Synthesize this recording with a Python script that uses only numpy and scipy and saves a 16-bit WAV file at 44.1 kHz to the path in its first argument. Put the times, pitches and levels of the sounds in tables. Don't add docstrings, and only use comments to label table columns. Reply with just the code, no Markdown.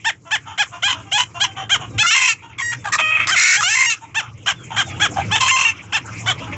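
import sys
import numpy as np
from scipy import signal
from scipy.io import wavfile
from scipy.ndimage import uniform_filter1d, minimum_filter1d

SR = 44100
rng = np.random.default_rng(int(sys.argv[2]) if len(sys.argv) > 2 else 0)


def inscribe(sig):
    pcm = np.round(np.clip(np.atleast_2d(sig).T, -1, 1) * 32767)
    wavfile.write(sys.argv[1], SR, pcm.astype(np.int16))


def gain_from_db(level_db):
    decades = np.asarray(level_db, float) / 20
    return 10 ** decades


N = 289715
CUTOFF_HZ = 8512

VOICING = {"clear": (.03, 0), "rise": (.05, 0), "split": (.12, .7), "husky": (.2, .05), "screech": (.6, 0),
           "rasp": (.65, .15), "hoarse": (.85, 0), "harsh": (1, 0)}


def rms_one(x):
    return x / np.sqrt(np.mean(np.abs(x) ** 2) + 1e-20)


def wobble(hz, size, count=1):
    r = np.exp(-2 * np.pi * hz / SR)
    run_in = int(SR / hz)
    white = rng.standard_normal((count, size + run_in))
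    slow = signal.lfilter([1], [1, -2 * r, r * r], white)[:, run_in:]
    return slow * np.sqrt((1 - r * r) ** 3 / (1 + r * r))


def in_time(rows, edge_s=.005, arched=True):
    s, *columns = np.transpose(rows)
    first = max(int((s[0] - edge_s / 2) * SR), 0)
    at = np.arange(first, min(int((s[-1] + edge_s / 2) * SR), N))
    ramp = np.clip(np.minimum(at - at[0], at[-1] - at) / (edge_s * SR), 0, 1)
    gate = np.sin(ramp * np.pi / 2)
    t = np.clip(at / SR, s[0], s[-1]) - s[0]
    if not arched:
        return at, gate, [np.interp(t, s - s[0], c) for c in columns]
    return at, gate, [np.polyval(np.polyfit(s - s[0], c, len(s) - 1), t) for c in columns]


def note(rows, throat, hoarse, halved, low_db, treble_db, arched=True):
    blur_hz, throb_hz, jitter_hz, unsteady_hz = 110, 110, 41, 250
    jitter, hoarse_jitter = 0.0053, .032
    uneven_db = 2.5
    at, gate, (pitch, level_db) = in_time(rows, arched=arched)
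    order = np.arange(1, 33)[:, None] / 2
    hz = order * pitch
    throb = 0.38 * hoarse

    unsteady = hoarse_jitter * hoarse * wobble(unsteady_hz, len(at))[0]
    weak = ((level_db.max() - level_db) / 12) ** 2
    hoarse = np.clip(hoarse + weak + .35 * (hz / 8000) ** 2, 0, 1)
    hoarse = hoarse * np.where(order == 1, .4, 1)

    power = sum(gain_from_db(2 * db) / (1 + (2 * (hz - centre) / width) ** 2) ** 2 for centre, width, db in throat)
    power = power * (order > .5) * (hz < CUTOFF_HZ)
    power = power * np.where(hz < 1200, gain_from_db(2 * low_db), 1)
    power = power * gain_from_db(2 * uneven_db * rng.standard_normal(order.shape))

    whole = order % 1 == 0
    clear = np.sqrt((1 - hoarse) * np.where(whole, 1, halved))
    noisy = np.sqrt(hoarse * np.where(whole, 1, .5 * hoarse + halved) / 2)

    treble = hz > 3650
    weight = power * (clear ** 2 + 2 * noisy ** 2)
    low, high = (weight * ~treble).sum(axis=0), (weight * treble).sum(axis=0)
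    gain = np.sqrt(2 * power / np.where(treble, high, low)) * np.where(treble, gain_from_db(treble_db), 1)

    pulse_rate = pitch * (1 + unsteady + jitter * wobble(jitter_hz, len(at))[0])
    phase = 2 * np.pi * np.cumsum(pulse_rate) / SR * order
    phase = phase + .5 * order ** 2
    cosine, sine = wobble(blur_hz, len(at), count=2 * len(order)).reshape(2, len(order), -1)
    overtones = (clear + noisy * cosine) * np.cos(phase) + noisy * sine * np.sin(phase)
    sound = (gain * overtones).sum(axis=0)
    beats = np.exp(throb * wobble(throb_hz, len(at))[0] - throb ** 2)
    out = np.zeros(N)
    out[at] = sound * beats * gate * gain_from_db(level_db)
    return out


def near_throat(beak_hz, beak_db, upper_db):
    # centre in Hz, width in Hz, strength in dB.
    windpipe = [(1110, 210, 6.5), (1740, 1860, -1), (4130, 640, 1), (5593, 1240, -2), (6580, 960, -4),
                (7780, 4200, 2)]
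    return windpipe + [(beak_hz, 410, beak_db), (3120, 222, upper_db)]


def squawks():
    # start in
    # seconds, pitch from in Hz, pitch to in Hz, level in dB, open-beak resonance in Hz, kind of voice.
    squawk_calls = [ (0.951, -6.5, -7, [(0.823, 570, 830, -15, 2500, "rise"),
                    (0.878, 1022, 1011, -16.5, 3080, "hoarse")]),
                    (1.244, -2, -4, [(1.115, 617, 850, -15.5, 2960, "rise"),
                    (1.178, 988, 1002, -15, 2950, "hoarse")]),
                    (1.47, -1, -4.5, [(1.4, 613, 833, -15.5, 3370, "rise"),
                    (1.44, 1033, 874, -13.5, 3120, "hoarse")]),
                    (2.34, -6, -4.5, [(1.98, 588, 873, -11.5, 2570, "rise"),
                    (2.03, 671, 687, -14.5, 1340, "husky"), (2.065, 700, 780, -16, 2930, "clear"),
                    (2.11, 862, 945, -5, 2730, "split"), (2.145, 1056, 1020, -14.5, 2443, "rasp"),
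                    (2.285, 923, 854, -13, 2580, "split")]),
                    (2.759, -9.5, -5.5, [(2.58, 1117, 1072, -23.5, 2130, "hoarse"),
                    (2.62, 949, 951, -23.5, 1900, "clear"), (2.72, 945, 910, -20.5, 1780, "hoarse")]),
                    (2.915, 6, -9.5, [(2.84, 863, 720, -24, 1610, "hoarse")]),
                    (2.971, 14, -9, [(2.92, 1230, 1186, -12.5, 1650, "harsh")]),
                    (3.025, -3, -12, [(2.98, 651, 642, -13.5, 2530, "hoarse")]),
                    (3.27, 0, -23, [(3.0, 622.5, 638, -16, 2490, "clear"),
                    (3.11, 634, 624, -15, 2460, "husky"), (3.17, 622, 645, -17.5, 2300, "screech")]),
                    (3.326, -3, -10.5, [(3.268, 1250, 1246, -15, 1610, "harsh")]),
                    (3.575, -7.5, -2.5, [(3.36, 694, 754.4, -4, 2150, "screech")]),
                    (3.952, -3, -3, [(3.56, 644, 850, -20.5, 1620, "rise"),
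                    (3.608, 613, 653, -17, 1360, "screech"), (3.635, 700, 850, -17.5, 2710, "clear"),
                    (3.7, 867, 912, -16.5, 2550, "split"), (3.752, 1049, 1040, -16, 2383, "rasp"),
                    (3.862, 942, 938, -18, 2800, "clear"), (3.9, 919, 828, -15, 2750, "split")]),
                    (5.23, -0.5, -22.5, [(5.16, 788, 800, -17, 850, "rasp")]),
                    (5.39, 3, -6.5, [(5.31, 675, 892, -14.5, 2660, "rise"),
                    (5.355, 900, 850, -11, 3140, "hoarse")]),
                    (5.725, 3, -5.5, [(5.4, 1044, 1052, -14, 2800, "rasp"),
                    (5.48, 793, 944, -10.5, 2600, "screech"), (5.512, 1048, 1050, -15.5, 1050, "clear"),
                    (5.562, 1069, 1035, -15, 2524, "rasp"), (5.65, 920.5, 880, -14, 2520, "husky")]), ]
    voice_colour = {"rise": (1, -2.5, 2, 12), "clear": (-6, 0.5, 8.5, -5.5),
                    "split": (-11.5, 0.5, 8.5, -6.5), "screech": (-13, -1, 11, -18),
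                    "rasp": (2.5, -1, 18, -5), "hoarse": (2, -3, 6.5, -13.5), "harsh": (10, 5, 19, -19),
                    "husky": (-5, -6, 16.5, -3)}
    glide_bend = {"rise": -4, "clear": 2.5, "split": 1, "screech": -1, "rasp": .1, "hoarse": .5, "harsh":
                  .1, "husky": .1}
    attack_s, attack_db, release_s, release_db = 0.016, -14.5, 0.027, -18.5
    release_share = 0.067
    out = np.zeros(N)
    for end, call_low_db, call_treble_db, parts in squawk_calls:
        begin = parts[0][0]
        stops = [part[0] for part in parts[1:]] + [end]
        dying_s = release_s + release_share * (end - begin)
        for (s, from_hz, to_hz, db, beak_hz, voicing), stop in zip(parts, stops):
            low_db, treble_db, beak_db, upper_db = voice_colour[voicing]
            bend = glide_bend[voicing]
            t = np.linspace(s, stop, num=24)
            glide = np.expm1(bend * (t - s) / (stop - s)) / np.expm1(bend)
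            pitch = from_hz + (to_hz - from_hz) * glide
            swell = attack_db * np.clip(1 - (t - begin) / attack_s, 0, 1) ** 2
            dying = release_db * np.clip(1 - (end - t) / dying_s, 0, 1) ** 2
            rows = np.transpose([t, pitch, db + swell + dying])
            out += note(rows, near_throat(beak_hz, beak_db, upper_db), *VOICING[voicing],
                        low_db + call_low_db, treble_db + call_treble_db, arched=False)
    return out


def bursts():
    # start in seconds, level in dB.
    burst_starts = [(2.923, -24), (3.271, -17), (5.406, -15.5)]
    fade_s = 0.019
    t = np.arange(N) / SR
    shape = sum(gain_from_db(db) * (t >= s) * np.exp(-np.maximum(t - s, 0) / fade_s) for s, db in burst_starts)
    band = signal.butter(2, [1100, 7500], "band", fs=SR, output="sos")
    return shape * rms_one(signal.sosfilt(band, rng.standard_normal(N)))


def clucks():
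    # start in seconds, length in seconds, pitch halfway in Hz,
    # level halfway in dB, open-beak resonance in Hz, kind of voice.
    cluck_calls = [(0.046, 0.064, 913, -14.5, 1920, "clear"), (0.308, 0.062, 874, -14.5, 1740, "clear"),
                   (0.578, 0.062, 840, -13.5, 1940, "clear"), (1.695, 0.073, 811, -12, 3280, "rise"),
                   (3.301, 0.063, 790, -14.5, 1530, "clear"), (4.146, 0.069, 901, -16.5, 2750, "clear"),
                   (4.461, 0.065, 822, -14.5, 2900, "screech"), (4.761, 0.07, 803, -14, 3180, "husky"),
                   (4.999, 0.075, 841, -12, 3270, "husky"), (5.924, 0.064, 889, -15, 2650, "husky"),
                   (6.261, 0.067, 771, -14, 3520, "husky")]
    # lift below 1.2 kHz in dB, treble in dB,
    # open-beak resonance in dB, upper windpipe resonance in dB.
    cluck_colour = (-3.5, -9.5, 3, 5.5)
    start_share, end_share, ends_db = 0.73, 0.6, -12
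    low_db, treble_db, beak_db, upper_db = cluck_colour
    out = np.zeros(N)
    for s, length, hz, db, beak_hz, voicing in cluck_calls:
        rows = [(s, start_share * hz, db + ends_db), (s + length / 2, hz, db),
                (s + length, end_share * hz, db + ends_db)]
        throat = near_throat(beak_hz, beak_db, upper_db)
        out += note(rows, throat, *VOICING[voicing], low_db, treble_db)
    return out


def far_birds():
    # start in seconds, length in seconds, pitch in Hz, level in dB,
    # kind of voice.
    far_calls = [(0.252, 0.069, 670, -39, "husky"), (0.458, 0.089, 878, -31.5, "screech"),
                 (0.719, 0.07, 700, -33, "screech"), (0.937, 0.08, 652, -32, "screech"),
                 (1.05, 0.08, 797, -42, "husky"), (1.345, 0.059, 690, -28, "husky"),
                 (1.463, 0.054, 778, -36.5, "husky"), (1.563, 0.08, 767, -25.5, "screech"),
                 (1.793, 0.067, 736, -28, "screech"), (1.929, 0.06, 799, -41, "clear"),
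                 (2.423, 0.048, 931, -35.5, "screech"), (2.488, 0.043, 894, -42.5, "screech"),
                 (4.009, 0.054, 900, -37.5, "screech"), (4.212, 0.056, 872, -32.5, "screech"),
                 (4.702, 0.069, 895, -24.5, "hoarse"), (4.89, 0.11, 824, -40, "husky"),
                 (6.081, 0.032, 638, -39.5, "hoarse"), (6.409, 0.077, 649, -34, "husky"),
                 (6.461, 0.047, 829, -35, "husky"), (6.514, 0.055, 586, -33, "clear")]
    # centre in Hz, width in Hz, strength in dB.
    muffled_throat = [(850, 950, 4.5), (1240, 760, -2), (2890, 720, -1), (3270, 100, -18.5),
                      (5940, 970, -9), (6790, 400, -1)]
    peak_share, start_db, end_db = 0.35, -10.5, -10
    out = np.zeros(N)
    for s, length, hz, db, voicing in far_calls:
        rows = [(s, hz, db + start_db), (s + peak_share * length, hz, db), (s + length, hz, db + end_db)]
        out += note(rows, muffled_throat, VOICING[voicing][0], halved=0.44, low_db=0, treble_db=-17.5,
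                    arched=False)
    return out


def peeps():
    # start in seconds, length in seconds, starting pitch in Hz, level in dB.
    peep_calls = [(1.894, 0.067, 3970, -63), (2.783, 0.031, 3630, -57), (4.562, 0.086, 3560, -50),
                  (4.848, 0.079, 3730, -47)]
    sag_hz_per_s = 5400
    out = np.zeros(N)
    for s, length, hz, db in peep_calls:
        rows = [(s, hz), (s + length, hz - sag_hz_per_s * length)]
        at, gate, (pitch,) = in_time(rows, edge_s=.015)
        out[at] += np.sqrt(2) * gate * gain_from_db(db) * np.sin(2 * np.pi * np.cumsum(pitch) / SR)
    return out


def shed(x):
    t60_s, wall_cut_hz = 0.12, 12000
    out, dull = np.zeros(N), np.exp(-2 * np.pi * wall_cut_hz / SR)
    for k, lag in enumerate((np.geomspace(.009, .031, 10) * SR).astype(int)):
        loop, gain, state = x.copy(), gain_from_db(-60 * lag / SR / t60_s), [0.]
        for i in range(lag, N, lag):
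            back, state = signal.lfilter([gain * (1 - dull)], [1, -dull], loop[i - lag:i], zi=state)
            loop[i:i + lag] += back[:N - i]
        out += (loop - x) * (-1) ** k
    return out


def banded_noise(spectrum, patchy_db, flicker_hz):
    points, out = np.array(spectrum), 0
    edges = 20 * 2 ** np.arange(0, 9, 1 / 3)
    white = rng.standard_normal((2, N))
    for k, (low, high) in enumerate(zip(edges, edges[1:])):
        level_db = np.interp(np.log(low * high) / 2, np.log(points[:, 0]), points[:, 1])
        if level_db > -45:
            sos = signal.butter(2, [low, high], "band", fs=SR, output="sos")
            band = signal.sosfilt(sos, white[k % 2])
            flicker = np.repeat(wobble(flicker_hz * 32, N // 32 + 1)[0], 32)[:N]
            out = out + band * gain_from_db(level_db + patchy_db * flicker)
    return rms_one(out)


def hum():
    # pitch in Hz, width in Hz, level in dB against the rumble's noise.
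    hum_tones = [(110.3, 12, -5), (168.7, 15, -14), (326, 14, -16.5)]
    out = 0
    for hz, width, db in hum_tones:
        r = np.exp(-np.pi * width / SR)
        feedback = [1, -2 * r * np.cos(2 * np.pi * hz / SR), r * r]
        ringing = signal.lfilter([1, 0, -1], feedback, rng.standard_normal(N + SR))
        out = out + gain_from_db(db) * rms_one(ringing[SR:])
    return out


def background():
    # frequency in Hz, relative level in dB per Hz.
    rumble_spectrum = [(15, -75), (25, -34), (49, -33), (107, 8.5), (146, -10.5), (177, -6), (226, -16),
                       (325, -3.5), (371, -23), (450, -13.5), (580, -49.5), (990, -120)]
    # frequency in Hz, relative level in dB per Hz.
    murmur_spectrum = [(240, -27), (400, -11), (897, 2.5), (1410, 6.5), (1560, -26), (2320, 7), (3350, -7),
                       (3790, -40), (4600, -14.5), (5980, -54), (10100, -120)]
    # frequency in Hz, relative level in dB per Hz.
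    hiss_spectrum = [(2710, -48.5), (4600, -18.5), (6340, -5.5), (7360, -5), (7920, -9), (8560, -32),
                     (8800, -40), (11400, -70), (19400, -120)]
    # time in seconds, level in dB.
    rumble_levels = [(0.0, -47), (0.9, -45), (1.04, -38.5), (1.19, -50), (1.22, -43), (1.77, -37),
                     (1.96, -30), (2.12, -51), (2.93, -39.5), (3.16, -46), (3.2, -37), (3.55, -44),
                     (3.58, -42), (3.75, -52.5), (5.27, -27.5), (5.58, -44.5), (6.51, -30), (6.57, -31)]
    # time in seconds, flock murmur in dB, hiss in dB.
    flock_levels = [(0, -53.5, -56), (.2, -59.5, -59.5), (0.681, -47, -49.5), (1.2, -50.5, -49),
                    (1.55, -46, -54), (2.38, -51, -54), (2.55, -48, -71), (2.799, -45.5, -48.5),
                    (3.25, -32.5, -70), (3.981, -46, -49), (4.12, -50, -66), (4.43, -49.5, -54),
                    (4.9, -36.5, -44), (5.281, -33, -41), (5.95, -43, -53), (6.2, -40, -35.5),
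                    (6.36, -31.5, -45), (6.57, -40, -50)]
    t = np.arange(N) / SR
    s, murmur_db, hiss_db = np.transpose(flock_levels)
    rumble = banded_noise(rumble_spectrum, patchy_db=3.5, flicker_hz=16) + hum()
    murmur = banded_noise(murmur_spectrum, patchy_db=6.5, flicker_hz=10.5)
    hiss = banded_noise(hiss_spectrum, patchy_db=6.0, flicker_hz=13)
    return (gain_from_db(np.interp(t, *np.transpose(rumble_levels))) * rumble
            + gain_from_db(np.interp(t, s, murmur_db)) * murmur
            + gain_from_db(np.interp(t, s, hiss_db)) * hiss)


def scene():
    near_room_db, far_room_db = -18.5, -6.5
    near = clucks() + squawks() + bursts()
    far = far_birds() + peeps()
    echo = shed(gain_from_db(near_room_db) * near + gain_from_db(far_room_db) * far)
    low_cut = signal.butter(6, 478, "high", fs=SR, output="sos")
    birds = signal.sosfilt(low_cut, near + far + echo)
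    return (birds + background())[None]


def low_pass(x):
    return signal.sosfilt(signal.butter(12, 9060, fs=SR, output="sos"), x)


def record(dry):
    dip_hz, dip_width_hz, dip_db = 4475, 870, -4.5
    limit_db, hold_s = -3.8, 0.002
    peak = signal.lfilter(*signal.iirpeak(dip_hz, dip_hz / dip_width_hz, SR), dry)
    dipped = dry - (1 - gain_from_db(dip_db)) * peak
    hold = int(hold_s * SR)
    allowed = np.minimum(1, gain_from_db(limit_db) / (np.abs(dipped) + 1e-9))
    gain = uniform_filter1d(minimum_filter1d(allowed, 2 * hold), hold)
    top_cut = signal.cheby2(14, 75, CUTOFF_HZ + 400, fs=SR, output="sos")
    return low_pass(signal.sosfilt(top_cut, dipped * gain))


dry = scene()
out = record(dry)
inscribe(out)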